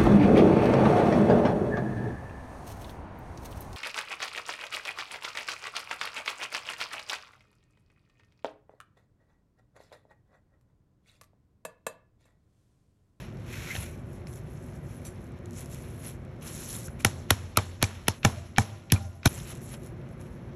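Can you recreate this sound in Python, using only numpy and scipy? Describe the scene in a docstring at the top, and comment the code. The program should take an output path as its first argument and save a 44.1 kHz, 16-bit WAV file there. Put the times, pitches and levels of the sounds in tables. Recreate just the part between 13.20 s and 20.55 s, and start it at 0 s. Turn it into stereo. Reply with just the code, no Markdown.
"""A plastic tray slides and lands on a wooden board, a knife slices meat, cling film rustles, then
five palm slaps and four mallet blows flatten the meat through the film, over a low kitchen rumble.
Each blow is a wet crack of squeezed-out air, a falling thump of board and counter and a short hiss
of room and film; the mallet adds a metal ring. Film and scraping are clumped random clicks in noise;
board, counter and blade ring as damped modes. Two close microphone ports pick it all up."""
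import sys
import numpy as np
from scipy import signal
from scipy.fft import rfft, irfft, next_fast_len
from scipy.io import wavfile

SR = 44100
rng = np.random.default_rng(int(sys.argv[2]) if len(sys.argv) > 2 else 0)


def int16_out(signal):
    """Quantize to a 16-bit WAV file."""
    q = np.round(np.clip(np.atleast_2d(signal).T, -1, 1) * 32767)
    wavfile.write(sys.argv[1], SR, q.astype(np.int16))


N = 324135
T = np.arange(N) / SR
FFT_SIZE = next_fast_len(N + 4096)
FREQ_HZ = np.maximum(np.arange(FFT_SIZE // 2 + 1) * SR / FFT_SIZE, 1)

# Blows on the meat. 0 t/s, 1 pop/dB, 2-7 crack per band/dB, 8 crack spread/ms, 9 thump/dB,
# 10 thump delay/ms, 11 thump f/Hz, 12 glide/ms, 13 hiss/dB, 14 knock/dB, 15 metal/dB, 16 cut-off/s,
# 17 settling/dB, 18 hum f/Hz, 19 hum/dB, 20 rebound delay/ms, 21 rebound/dB, 22 rebound f/Hz
BLOW_EVENTS = [(3.8458, -15.5, -17.5, -11, -4, -11.5, -8.5, -3.5, 1.28, -18.5, 4.05, 98, 3.7, -23, -26, -81, 0.81, -54, 86.8, -39.5, 20.2, -21, 6700),
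               (4.103, -12.5, -20, -7, -4, -7.5, -21.5, -3, 1.32, -17.5, 5.47, 93.7, 2.05, -25, -40, -84.5, 0.69, -45.5, 87.7, -39, 16, -36, 2500),
               (4.370, -17, -17.5, -6.5, -11, -9.5, -11.5, -1, 1.02, -19.5, 4.1, 97.2, 1.35, -24, -39, -83.5, 0.67, -49.5, 88.2, -39, 17, -32, 3000),
               (4.6243, -16.5, -25, -11.5, -14, -6, -11, -3, 1.07, -18.5, 3.97, 96.6, 3.2, -25.5, -29.5, -85.5, .5, -43.5, 89.4, -41, 15.1, -19, 4500),
               (4.880, -14.5, -21, -15.5, -8, -12, -23.5, -4.5, 1.1, -22.5, 2.8, 97, 2.6, -29.5, -35, -84, 0.11, -52.5, 88.4, -60, 18, -34, 2500),
               (5.047, -27.5, -14.5, -8.5, -9.5, -12, -7.5, -10.5, 1.08, -14.5, 3.87, 105.3, 3.1, -23, -20.5, -57, 0.59, -43.5, 86.3, -38.5, 18, -29, 3000),
               (5.3813, -25, -9, -8.5, -6.5, -11.5, -11.5, -8.5, 0.71, -16, 3.8, 100, 2.5, -25, -20, -54, 0.59, -45, 102.6, -39.5, 33, -37, 2200),
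               (5.7195, -26.5, -17.5, -23.5, -6.5, -12, -6, 0, 0.76, -11, 3.45, 94.3, 4.6, -25, -44, -54.5, .5, -53, 87.7, -36, 19, -22, 7000),
               (6.0545, -22.5, -13, -9, -16, -8, -12, -7, 1.32, -10, 4, 98.7, 2.5, -18, -31.5, -55, 0.027, -44, 90.5, -40, 19, -19, 3500)]
RUMBLE_LEVELS = [(0, -40), (3.99, -40), (4.11, -43), (4.95, -47), (5.12, -45), (5.75, -47.5), (6.07, -51),
                 (6.1, -40), (7.35, -40)]  # room rumble: t/s, level/dB


def blows():
    """Palm and mallet hit the meat: crack, pop, thump, ringing modes and a dying hiss."""
    counter_modes = [(111.7, -23, 0.6), (166.3, -24.5, 0.27), (217.2, -24, .55), (265.3, -23.5, .2)]  # f/Hz, level re thump/dB, t60/s
    board_modes = [(210.6, 6, 0.081), (365, -18, 0.0069), (451, -16, 0.21), (636, -6, 0.07),
                   (789, 0, 0.026), (807, -8, 0.12), (990, -7.5, 0.1), (1740, 9, 0.02), (2300, 3, 0.031)]  # f/Hz, level re knock/dB, t60/s
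    mallet_modes = [(607, 3.5, 0.99), (650, -4.5, 1.2), (680, -3, 1.5), (789, 3.5, 0.95),
                    (1010, -1.5, 0.73), (1410, -6.5, 1.1)]  # f/Hz, level re metal/dB, t60/s
    hiss_spectrum = [(150, -2), (400, -2.5), (1000, -1.5), (2500, -12), (5000, -8), (8000, -10.5),
                     (11000, -8.5), (12500, -20.5), (13500, -25.5), (16000, -32)]  # room and film: f/Hz, relative level/dB
    out, t = np.zeros((2, N)), T[:SR // 2]
    hiss = coloured(crinkle(900, spread_db=3.1, smooth=1, patchy_db=2.84, broad=.3), hiss_spectrum)
    click = (np.arange(len(t)) == 0) * 1.
    for row in BLOW_EVENTS:
        s, pop_db, *crack_db, spread_ms = row[:9]
        thump_db, delay_ms, thump_hz, glide_ms, hiss_db, knock_db, metal_db, cutoff_s = row[9:17]
        sound = crack(t, crack_db, spread_ms)
        thump_t = np.maximum(t - delay_ms / 1000, 0)
        pop_t = np.maximum(t - (delay_ms - 1.287) / 1000, 0)
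        sound[0] += thump(thump_t, thump_db, thump_hz, glide_ms / 1000)
        sound[0] += from_db(pop_db) * falling_pop(pop_t)
        counter_hit = np.roll(click, round(delay_ms * SR / 1000))
        board_hit = np.roll(click, round(2 * spread_ms * SR / 1000))
        sound[0] += from_db(thump_db) * ring_modes(counter_hit, counter_modes)
        sound[0] += from_db(knock_db) * ring_modes(board_hit, board_modes)
        for hz, db, t60_s in mallet_modes:
            waver_db = 8 * drift(44.7, len(t))  # the hand moves
            sound[0] += from_db(metal_db + db + waver_db) * ring(click, hz, t60_s)
        hiss_envelope = (1 - np.exp(-t / .0086)) * (np.exp(-t / .018) + .11 * np.exp(-t / .12))
        start = round(s * SR)
        sound += from_db(hiss_db) * hiss_envelope * hiss[:, start:start + len(t)]
        add(out, s, sound * np.clip((cutoff_s - t) / .0073, 0, 1))
    return out


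def crack(t, levels_db, spread_ms):
    """Air and wet film burst unevenly, building as the air is squeezed out."""
    bands = [(587, 1005, 1.69), (1184, 1596, 1.2), (1623, 3060, 1.1), (3000, 5630, 1.32),
             (4400, 6840, 1.19), (8060, 11600, 1.12)]  # low f/Hz, high f/Hz, time stretch/ratio
    sound, noise = np.zeros((2, len(t))), rng.standard_normal((2, 2, len(t)))
    noise *= from_db(3.48 * rng.exponential(1, len(t)))
    for k, (db, (low_hz, high_hz, stretch)) in enumerate(zip(levels_db, bands)):
        age = t * 1000 / (2 * spread_ms * stretch)
        swell = (age * np.exp(1 - age)) ** 4
        burst = band(noise[k % 2] * swell, low_hz, high_hz)
        burst = band(burst, low_hz / 1.055, high_hz * 1.38)
        crest = 2.5 * np.sqrt(np.sum(burst[0] ** 2) / np.sum(swell ** 2))
        sound += from_db(db) * burst / crest
    sound[1] *= .35  # close source: little stray sound
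    return sound


def thump(t, db, hz, glide_s, hold_s=.031, fall_s=.0035, rise_s=.0043):
    """Bending waves arrive high first and settle on the counter's pitch; the weight then damps them."""
    settled = 1 - np.exp(-t / glide_s)
    cycles = hz * t + .92 * settled
    damping = 1 + np.exp(np.minimum((t - hold_s) / fall_s, 50))
    envelope = from_db(db) * (1 - .5 * np.exp(-t / rise_s)) * np.exp(-t / .24) / damping
    # harmonics 2 and 3 grow with the square and cube of the strength
    return sum(from_db(weight_db) * envelope ** k * settled ** (2 * k - 2) * sine(k * cycles)
               for k, weight_db in enumerate((0, -6, 1), 1))


def falling_pop(t, top_hz=2200, end_hz=233, fall_s=.00158, peak_s=.00206):
    """A short pop sweeps quickly down in pitch as the blow lands."""
    cycles = end_hz * t + (top_hz - end_hz) * fall_s * (1 - np.exp(-t / fall_s))
    age = t / peak_s
    return (age * np.exp(1 - age)) ** 2 * sine(cycles)


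def touches_and_rebounds():
    """Palm or mallet makes brief contact just before and after a blow."""
    touches = [(4.096, -47.5), (4.361, -30.5), (4.6165, -23.5), (4.871, -31), (5.0312, -26),
               (5.3625, -24.5), (5.372, -26), (5.701, -27.5), (5.708, -33), (6.031, -30.5)]  # first contact: t/s, peak/dB
    out = np.zeros((2, N))
    for s, *_, delay_ms, db, hz in BLOW_EVENTS:
        add(out, s + delay_ms / 1000, snap(db, hz, decay_ms=3.5, below=2.4, above=1.7))
    for s, db in touches:
        add(out, s, snap(db, hz=2500, decay_ms=2.3, below=1.9, above=1.9))
    return out


def smacks():
    """Tray, knife and wet film let go; each brief contact rings one pitch."""
    releases = [(.473, -32, 2200, 25), (.5525, -30.5, 776, 17), (.5525, -25, 1750, 12),
                (.563, -28, 1820, 17), (.565, -29, 2630, 12), (1.0705, -36, 2300, 9), (1.082, -45, 2500, 8),
                (3.802, -35.5, 2410, 25), (4.387, -20, 2300, 17), (4.64, -16.5, 2400, 17),
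                (4.889, -31, 900, 60), (4.899, -32, 2680, 17), (5.049, -19, 800, 33), (5.42, -36, 2200, 30),
                (5.761, -28, 2400, 37), (6.0606, -16, 2390, 28)]  # t/s, peak/dB, f/Hz, t60/ms
    out, t = np.zeros((2, N)), T[:SR // 10]
    for s, db, hz, t60_ms in releases:
        contact = np.exp(-t * hz * 3) * (1 + .3 * rng.standard_normal((2, len(t))))
        tone = ring(contact, hz, t60_ms / 1000)
        add(out, s, from_db(db) * tone * [[1], [.3]] / np.abs(tone[0]).max())
    return out


def ticks(decay_cycles=6.7):
    """Film and tray snap in single ticks."""
    snaps = [(0.171, -46, 5400), (.34, -33, 2390), (.552, -27, 3000), (.564, -26, 4000), (1.018, -46, 2600),
             (1.0705, -36, 5030), (1.071, -40, 10500), (1.13, -42, 6200), (1.137, -35, 7240),
             (1.156, -38, 12000), (1.159, -31, 11000), (1.194, -43, 11000), (1.851, -41, 5000),
             (1.958, -50, 6000), (2.043, -43, 10500), (2.068, -49, 8000), (2.12, -45, 9000),
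             (2.189, -42.5, 10100), (2.258, -32.5, 7540), (2.309, -33, 9000), (2.333, -36, 10000),
             (2.341, -42, 9000), (2.358, -40, 9000), (2.365, -39, 6500), (2.379, -33, 10500),
             (2.385, -31, 10500), (2.4075, -23, 10500), (2.411, -44, 3000), (2.424, -37, 10000),
             (2.445, -41, 7500), (2.459, -31, 9000), (2.499, -39, 10500), (2.516, -35, 10000),
             (2.526, -39, 7000), (2.535, -37, 9000), (2.541, -38, 7500), (2.5463, -23, 10500),
             (2.559, -37, 10500), (2.567, -37, 10500), (2.625, -37, 10500), (2.68, -43, 9000),
             (2.794, -45, 10500), (2.84, -32, 10500), (2.884, -35, 10500), (3.05, -43, 9000),
             (3.212, -42, 5970), (3.231, -35, 10500), (3.246, -35, 9000), (3.256, -41, 5000),
             (3.277, -33, 5000), (3.304, -37, 9000), (3.343, -35, 9000), (3.352, -35, 8000),
             (3.413, -33, 10000), (3.435, -34, 9000), (3.4903, -26, 10500), (3.514, -24, 10500),
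             (3.529, -26, 9000), (3.541, -36, 6000), (3.546, -33, 9500), (3.552, -33, 4000),
             (3.577, -31, 10500), (3.607, -27, 8000), (3.634, -32, 9000), (3.65, -37, 9000),
             (3.6746, -33, 8150), (3.682, -37.5, 1490), (3.683, -38, 6000), (3.791, -46, 2500),
             (3.805, -35, 10500), (5.762, -40, 1300), (6.094, -36, 9000), (6.176, -33, 10500),
             (6.2, -35, 3600), (6.243, -37, 9000), (6.31, -33, 9500), (6.32, -30, 10500),
             (6.353, -29, 9000), (6.417, -46, 9000), (6.532, -39, 10500), (6.541, -38, 3440),
             (6.542, -35, 10500), (6.635, -40, 8000), (6.663, -34, 9100), (6.672, -34, 9940),
             (6.89, -46, 7040), (7.013, -36, 10550)]  # t/s, peak/dB, centre f/Hz
    out = np.zeros((2, N))
    for s, db, hz in snaps:
        add(out, s, snap(db, hz, decay_ms=1000 * decay_cycles / hz, below=2.2, above=1.76))
    return out


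def snap(db, hz, decay_ms, below, above):
    """Sharp edge plus noise burst, from hz / below to hz * above, with a narrow core."""
    t = T[:SR // 20]
    burst = rng.standard_normal((2, len(t))) * np.exp(-t * 1000 / decay_ms)
    burst[0, 0] += 2.5
    for _ in range(2):
        burst = band(burst, hz / below, min(hz * above, 14000))
    burst += .95 * band(burst, hz / 1.2, hz * 1.15)
    return from_db(db) * burst / np.abs(burst[0]).max()


def rustle_and_scrape(rest_film_db=-75, rest_scrape_db=-63.5, lead_in_db=8.5, settle_film_db=-18.5):
    """Hand, knife and film rub in strokes; a brief hiss rises into each blow, meat and film settle."""
    strokes = [(0, .01, 0.044, 0.15, -59, -49.5), (0.346, 0.34, 0.29, .03, -54, -48.5),
               (0.551, 0.034, 0.011, 0.22, -36, -45.5), (0.948, 0.22, .01, 0.14, -56.5, -79),
               (1.073, .02, 0.11, 0.11, -54.5, -69), (1.306, 0.21, 0.28, 0.021, -58.5, -87),
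               (1.715, 0.25, .04, 0.25, -53.5, -61.5), (1.853, 0.036, 0.0093, 0.17, -50, -54),
               (2.028, 0.16, .01, 0.17, -60.5, -74), (2.385, 0.12, 0.015, 0.15, -44.5, -51.5),
               (2.521, 0.061, 0.032, 0.16, -45, -53), (2.626, .1, 0.23, .1, -55.5, -60),
               (2.847, 0.089, 0.049, 0.09, -42.5, -50.5), (3.223, 0.02, 0.068, .05, -50.5, -48.5),
               (3.271, 0.072, 0.16, 0.16, -40, -53), (3.493, 0.21, 0.071, 0.2, -38.5, -48.5),
               (3.599, 0.062, 0.071, .02, -44, -60), (3.804, 0.021, 0.0052, 0.018, -39, -44.5),
               (3.82, .01, 0.0075, 0.016, -43, -61), (4.99, .01, 0.028, .02, -62, -70),
               (6.075, 0.0085, 0.12, 0.22, -43, -49), (6.308, 0.17, 0.017, 0.038, -42, -45.5),
               (6.348, 0.029, 0.024, 0.09, -51.5, -54), (6.415, .04, 0.079, 0.21, -47.5, -65),
               (6.541, 0.12, 0.0048, 0.033, -47.5, -47), (6.655, 0.13, 0.0093, 0.093, -51, -57.5),
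               (6.904, 0.057, 0.022, 0.059, -66, -68), (7.006, 0.041, 0.0075, 0.28, -56.5, -61.5)]  # full-level t/s, rise/s, hold/s, fall/s, film/dB, scrape/dB
    film_spectrum = [(2500, -21.5), (4000, -11), (6000, -6), (8000, -2), (10500, 3.5), (12000, -1.5),
                     (13300, -12), (14500, -7.5), (16000, -30)]  # f/Hz, relative level/dB
    scrape_spectrum = [(500, -6), (1100, -2.5), (2000, -3), (2600, -2), (3600, -6.5), (5500, -9.5),
                       (8000, -19.5)]  # f/Hz, relative level/dB
    rumble_db = np.interp(T, *np.transpose(RUMBLE_LEVELS))
    dip_db = 3.9 * (rumble_db - rumble_db[0])  # the resting hiss sinks with the rumble
    film_power = from_db(2 * (rest_film_db + dip_db))
    scrape_power = from_db(2 * (rest_scrape_db + dip_db))
    for s, rise_s, hold_s, fall_s, film_db, scrape_db in strokes:
        power = stroke_power(s, rise_s, hold_s, fall_s)
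        film_power += from_db(2 * film_db) * power
        scrape_power += from_db(2 * scrape_db) * power
    for row in BLOW_EVENTS:
        s, cutoff_s, settle_db = row[0], row[16], row[17]
        power = stroke_power(s, rise_s=.024, hold_s=0, fall_s=.44) * (T < s + cutoff_s)
        power *= from_db(2 * (settle_db + lead_in_db * (T < s)))
        film_power += from_db(2 * settle_film_db) * power
        scrape_power += power
    film = coloured(crinkle(600, spread_db=3.75, smooth=.5, patchy_db=2.65, broad=.55), film_spectrum)
    scrape = coloured(grains(600, spread_db=.94, smooth=1), scrape_spectrum)
    return np.sqrt(film_power) * film + np.sqrt(scrape_power) * scrape


def stroke_power(s, rise_s, hold_s, fall_s, range_db=28.5):
    """Power of one stroke: gains range_db over the rise, holds, loses it over the fall."""
    distance = np.maximum(s - T, 0) / rise_s + np.maximum(T - s - hold_s, 0) / fall_s
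    return from_db(-2 * range_db * distance)


def crinkle(per_s, spread_db, smooth, patchy_db, broad):
    """Each fold of film crackles on and off in its own band, over broadband clicks."""
    edges_hz = [120, 1500, 3000, 4800, 7000, 9200, 11500, 18000]  # band edges: f/Hz
    folds = np.zeros((2, N))
    for low_hz, high_hz in zip(edges_hz, edges_hz[1:]):
        gain = from_db(patchy_db * drift(30, N)) * np.sqrt(high_hz - low_hz)
        folds += gain * unit_rms(band(grains(per_s, spread_db, smooth), low_hz, high_hz))
    return unit_rms(folds) + broad * grains(per_s, spread_db, smooth=0)


def grains(per_s, spread_db, smooth, clump_db=6, clumps_per_s=45):
    """Two rows of uneven, clumped clicks over a share of smooth noise."""
    sizes = from_db(spread_db * np.minimum(rng.exponential(1, N), 5))
    clumps = from_db(clump_db * drift(clumps_per_s, N))
    clicks = unit_rms(sizes * (rng.random(N) < clumps * per_s / SR))
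    return clicks * rng.choice([-1, 1], (2, N)) + smooth * rng.standard_normal((2, N))


def tray(bump_hz=96, bump_s=.021):
    """The tray scrapes hollowly, catches one resonance, bumps along and lands."""
    slide_levels = [(.26, -56), (.342, -43.5), (.485, -40.5), (.51, -36), (.54, -40), (.57, -49),
                    (.66, -48), (.76, -56.5)]  # t/s, level/dB
    slide_spectrum = [(900, -34), (1400, -4.5), (1900, -3), (2300, 1.5), (2900, -7.5), (4500, -10.5)]  # f/Hz, relative level/dB
    resonance = (.511, .009, -31, 2020, 170)  # t/s, half length/s, peak/dB, f/Hz, waver/Hz
    bumps = [(.309, -44), (.378, -36), (.396, -36), (0.579, -24)]  # t/s, level/dB
    slide_db = np.interp(T, *np.transpose(slide_levels), left=-120, right=-120)
    out = from_db(slide_db) * coloured(grains(800, spread_db=3.8, smooth=1.3), slide_spectrum)
    s, half_s, db, hz, waver_hz = resonance
    swell = np.exp(-((T - s) / half_s) ** 2 / 2)
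    pitch_hz = hz + waver_hz * drift(200, N)
    out[0] += from_db(db) * swell * sine(np.cumsum(pitch_hz * (swell > 1e-4)) / SR)
    t = T[T < bump_s]
    bump = -sine(bump_hz * t) * np.sqrt(np.sin(np.pi * t / bump_s))
    for s, db in bumps:
        add(out[0], s, from_db(db) * bump)
    return out


def knife_taps():
    """The blade touches the board, bounces and rings."""
    taps = [(1.851, -44), (1.867, -46.5)]  # t/s, level/dB
    blade_modes = [(2500, -5, 0.029), (3880, -11, .06), (4500, -8, .08), (5760, -12, .08),
                   (6000, -1.5, 0.083), (7320, -5, 0.14), (8140, 4, 0.12), (10700, -6, .1),
                   (10800, 0, 0.13), (12630, -2, .1)]  # f/Hz, level re tap/dB, t60/s
    clicks = sum((np.arange(N) == round(s * SR)) * from_db(db) for s, db in taps)
    return np.array([ring_modes(clicks, blade_modes), np.zeros(N)])


def counter_hum(from_s=.043, until_s=.18, fade_s=.0071, beat_hz=20.9):
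    """The counter hums after a blow or the tray's landing: swells, drops, stops by the next blow."""
    out = np.zeros((2, N))
    next_times_s = [row[0] for row in BLOW_EVENTS[1:]] + [T[-1]]
    hums = [(row[0], min(row[16], next_s - row[0]), row[18], row[19])
            for row, next_s in zip(BLOW_EVENTS, next_times_s)]
    tray_landing = (.578, .25, 82, -41.5)
    for s, length_s, hz, db in hums + [tray_landing]:
        t = T[:round(length_s * SR)]
        shape_db = np.interp(t, [from_s, until_s, until_s + 2 * fade_s], [-2.5, 0, -12])
        gate = np.clip(np.minimum(t - from_s + fade_s, length_s - t) / fade_s, 0, 1)
        tone = np.sqrt(2) * (sine(hz * t) + .18 * sine((hz + beat_hz) * t))
        add(out[0], s, gate * from_db(db + shape_db) * tone)
    return out


def room_rumble():
    """Low room noise; its level dips during the blows."""
    spectrum = [(12, -44.5), (20, -32.5), (30, -61), (42, -4), (135, 2), (205, -8), (240, -4.5),
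                (306, -16.5), (349, -6), (426, -18.5), (532, -15), (793, -24), (2300, -32), (3500, -58),
                (4000, -55.5), (5200, -54), (8800, -120)]  # f/Hz, relative level/dB
    level_db = np.interp(T, *np.transpose(RUMBLE_LEVELS))
    return from_db(level_db) * coloured(rng.standard_normal((2, N)), spectrum)


def from_db(db):
    """Gain of a level in dB."""
    return 10 ** (np.asarray(db) / 20)


def sine(cycles):
    """Sine of a phase in cycles."""
    return np.sin(2 * np.pi * cycles)


def unit_rms(x):
    """Scale to rms 1."""
    return x / np.sqrt(np.mean(x ** 2) + 1e-20)


def drift(per_s, length):
    """Random curve, spread about 1; holds after 800 knots."""
    knots = rng.standard_normal(800)
    return np.interp(np.arange(length) * per_s / SR, np.arange(len(knots)), knots)


def at_hz(points):
    """Interpolate (f/Hz, value) onto the FFT grid in log frequency."""
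    hz, value = np.transpose(points)
    return np.interp(np.log(FREQ_HZ), np.log(np.maximum(hz, 1)), value)


def coloured(x, spectrum):
    """Shape noise by a spectrum; rms 1."""
    return unit_rms(irfft(rfft(x, FFT_SIZE) * from_db(at_hz(spectrum)), FFT_SIZE)[..., :N])


def band(x, low_hz, high_hz):
    """Causal band-pass."""
    return signal.sosfilt(signal.butter(2, [low_hz, high_hz], "band", fs=SR, output="sos"), x)


def ring(clicks, hz, t60_s):
    """Resonator: a unit click starts a decaying sine of height 1."""
    radius, angle = from_db(-60 / (t60_s * SR)), 2 * np.pi * hz / SR
    return signal.lfilter([0, np.sin(angle)], [1, -2 * radius * np.cos(angle), radius ** 2],
                          clicks + 1e-18)


def ring_modes(clicks, modes):
    """Sum of a struck body's damped modes."""
    return sum(from_db(db) * ring(clicks, hz, t60_s) for hz, db, t60_s in modes)


def add(track, s, sound):
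    """Mix a sound in at time s."""
    start = round(s * SR)
    track[..., start:start + sound.shape[-1]] += sound[..., :N - start]


def microphone_ports(direct, stray):
    """Two close ports differ in level and phase; stray sound enters them with opposite signs."""
    stray_gain = [(60, -39), (250, -31), (600, 2.5), (1400, -5.5), (3000, -9), (10000, -25)]  # sound from elsewhere: f/Hz, gain/dB
    balance = [(60, -1), (110, -1.5), (200, -2.5), (380, -8), (700, -3.5), (1290, 1), (2380, -0.5),
               (4400, -1), (8120, 2), (15000, 1.5)]  # f/Hz, left minus right/dB
    left_lead = [(100, 0), (1500, .15), (3900, .8), (4570, 1.8), (5250, 5.4), (5700, 6.1), (7500, 7.7),
                 (8350, 8.8), (9000, 9.4), (10500, 11.2), (11800, 12.1), (14000, 13.2), (16500, 15.5)]  # f/Hz, phase/rad
    mid = rfft(direct, FFT_SIZE)
    side = rfft(stray, FFT_SIZE) * from_db(at_hz(stray_gain))
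    tilt = from_db(at_hz(balance) / 2)
    left = (mid + side) * tilt
    right = (mid - side) * np.exp(-1j * at_hz(left_lead)) / tilt
    return irfft(np.array([left, right]), FFT_SIZE)[:, :N]


def scene():
    """Sum all sources (row 0 direct, row 1 stray) and feed both ports."""
    mix = room_rumble() + rustle_and_scrape() + tray() + knife_taps()
    mix += blows() + counter_hum() + touches_and_rebounds() + smacks() + ticks()
    return microphone_ports(*mix)


def record(dry, mic_top_hz=11570, cutoff_hz=16900):
    """The microphones fade above their top resonance; peaks are rounded, the top is cut."""
    faded = signal.sosfilt(signal.butter(4, mic_top_hz, fs=SR, output="sos"), dry)
    rounded = faded / (1 + np.abs(faded) ** 6) ** (1 / 6)
    return .88 * signal.sosfilt(signal.cheby2(12, 70, cutoff_hz, fs=SR, output="sos"), rounded)


dry = scene()
out = record(dry)
int16_out(out)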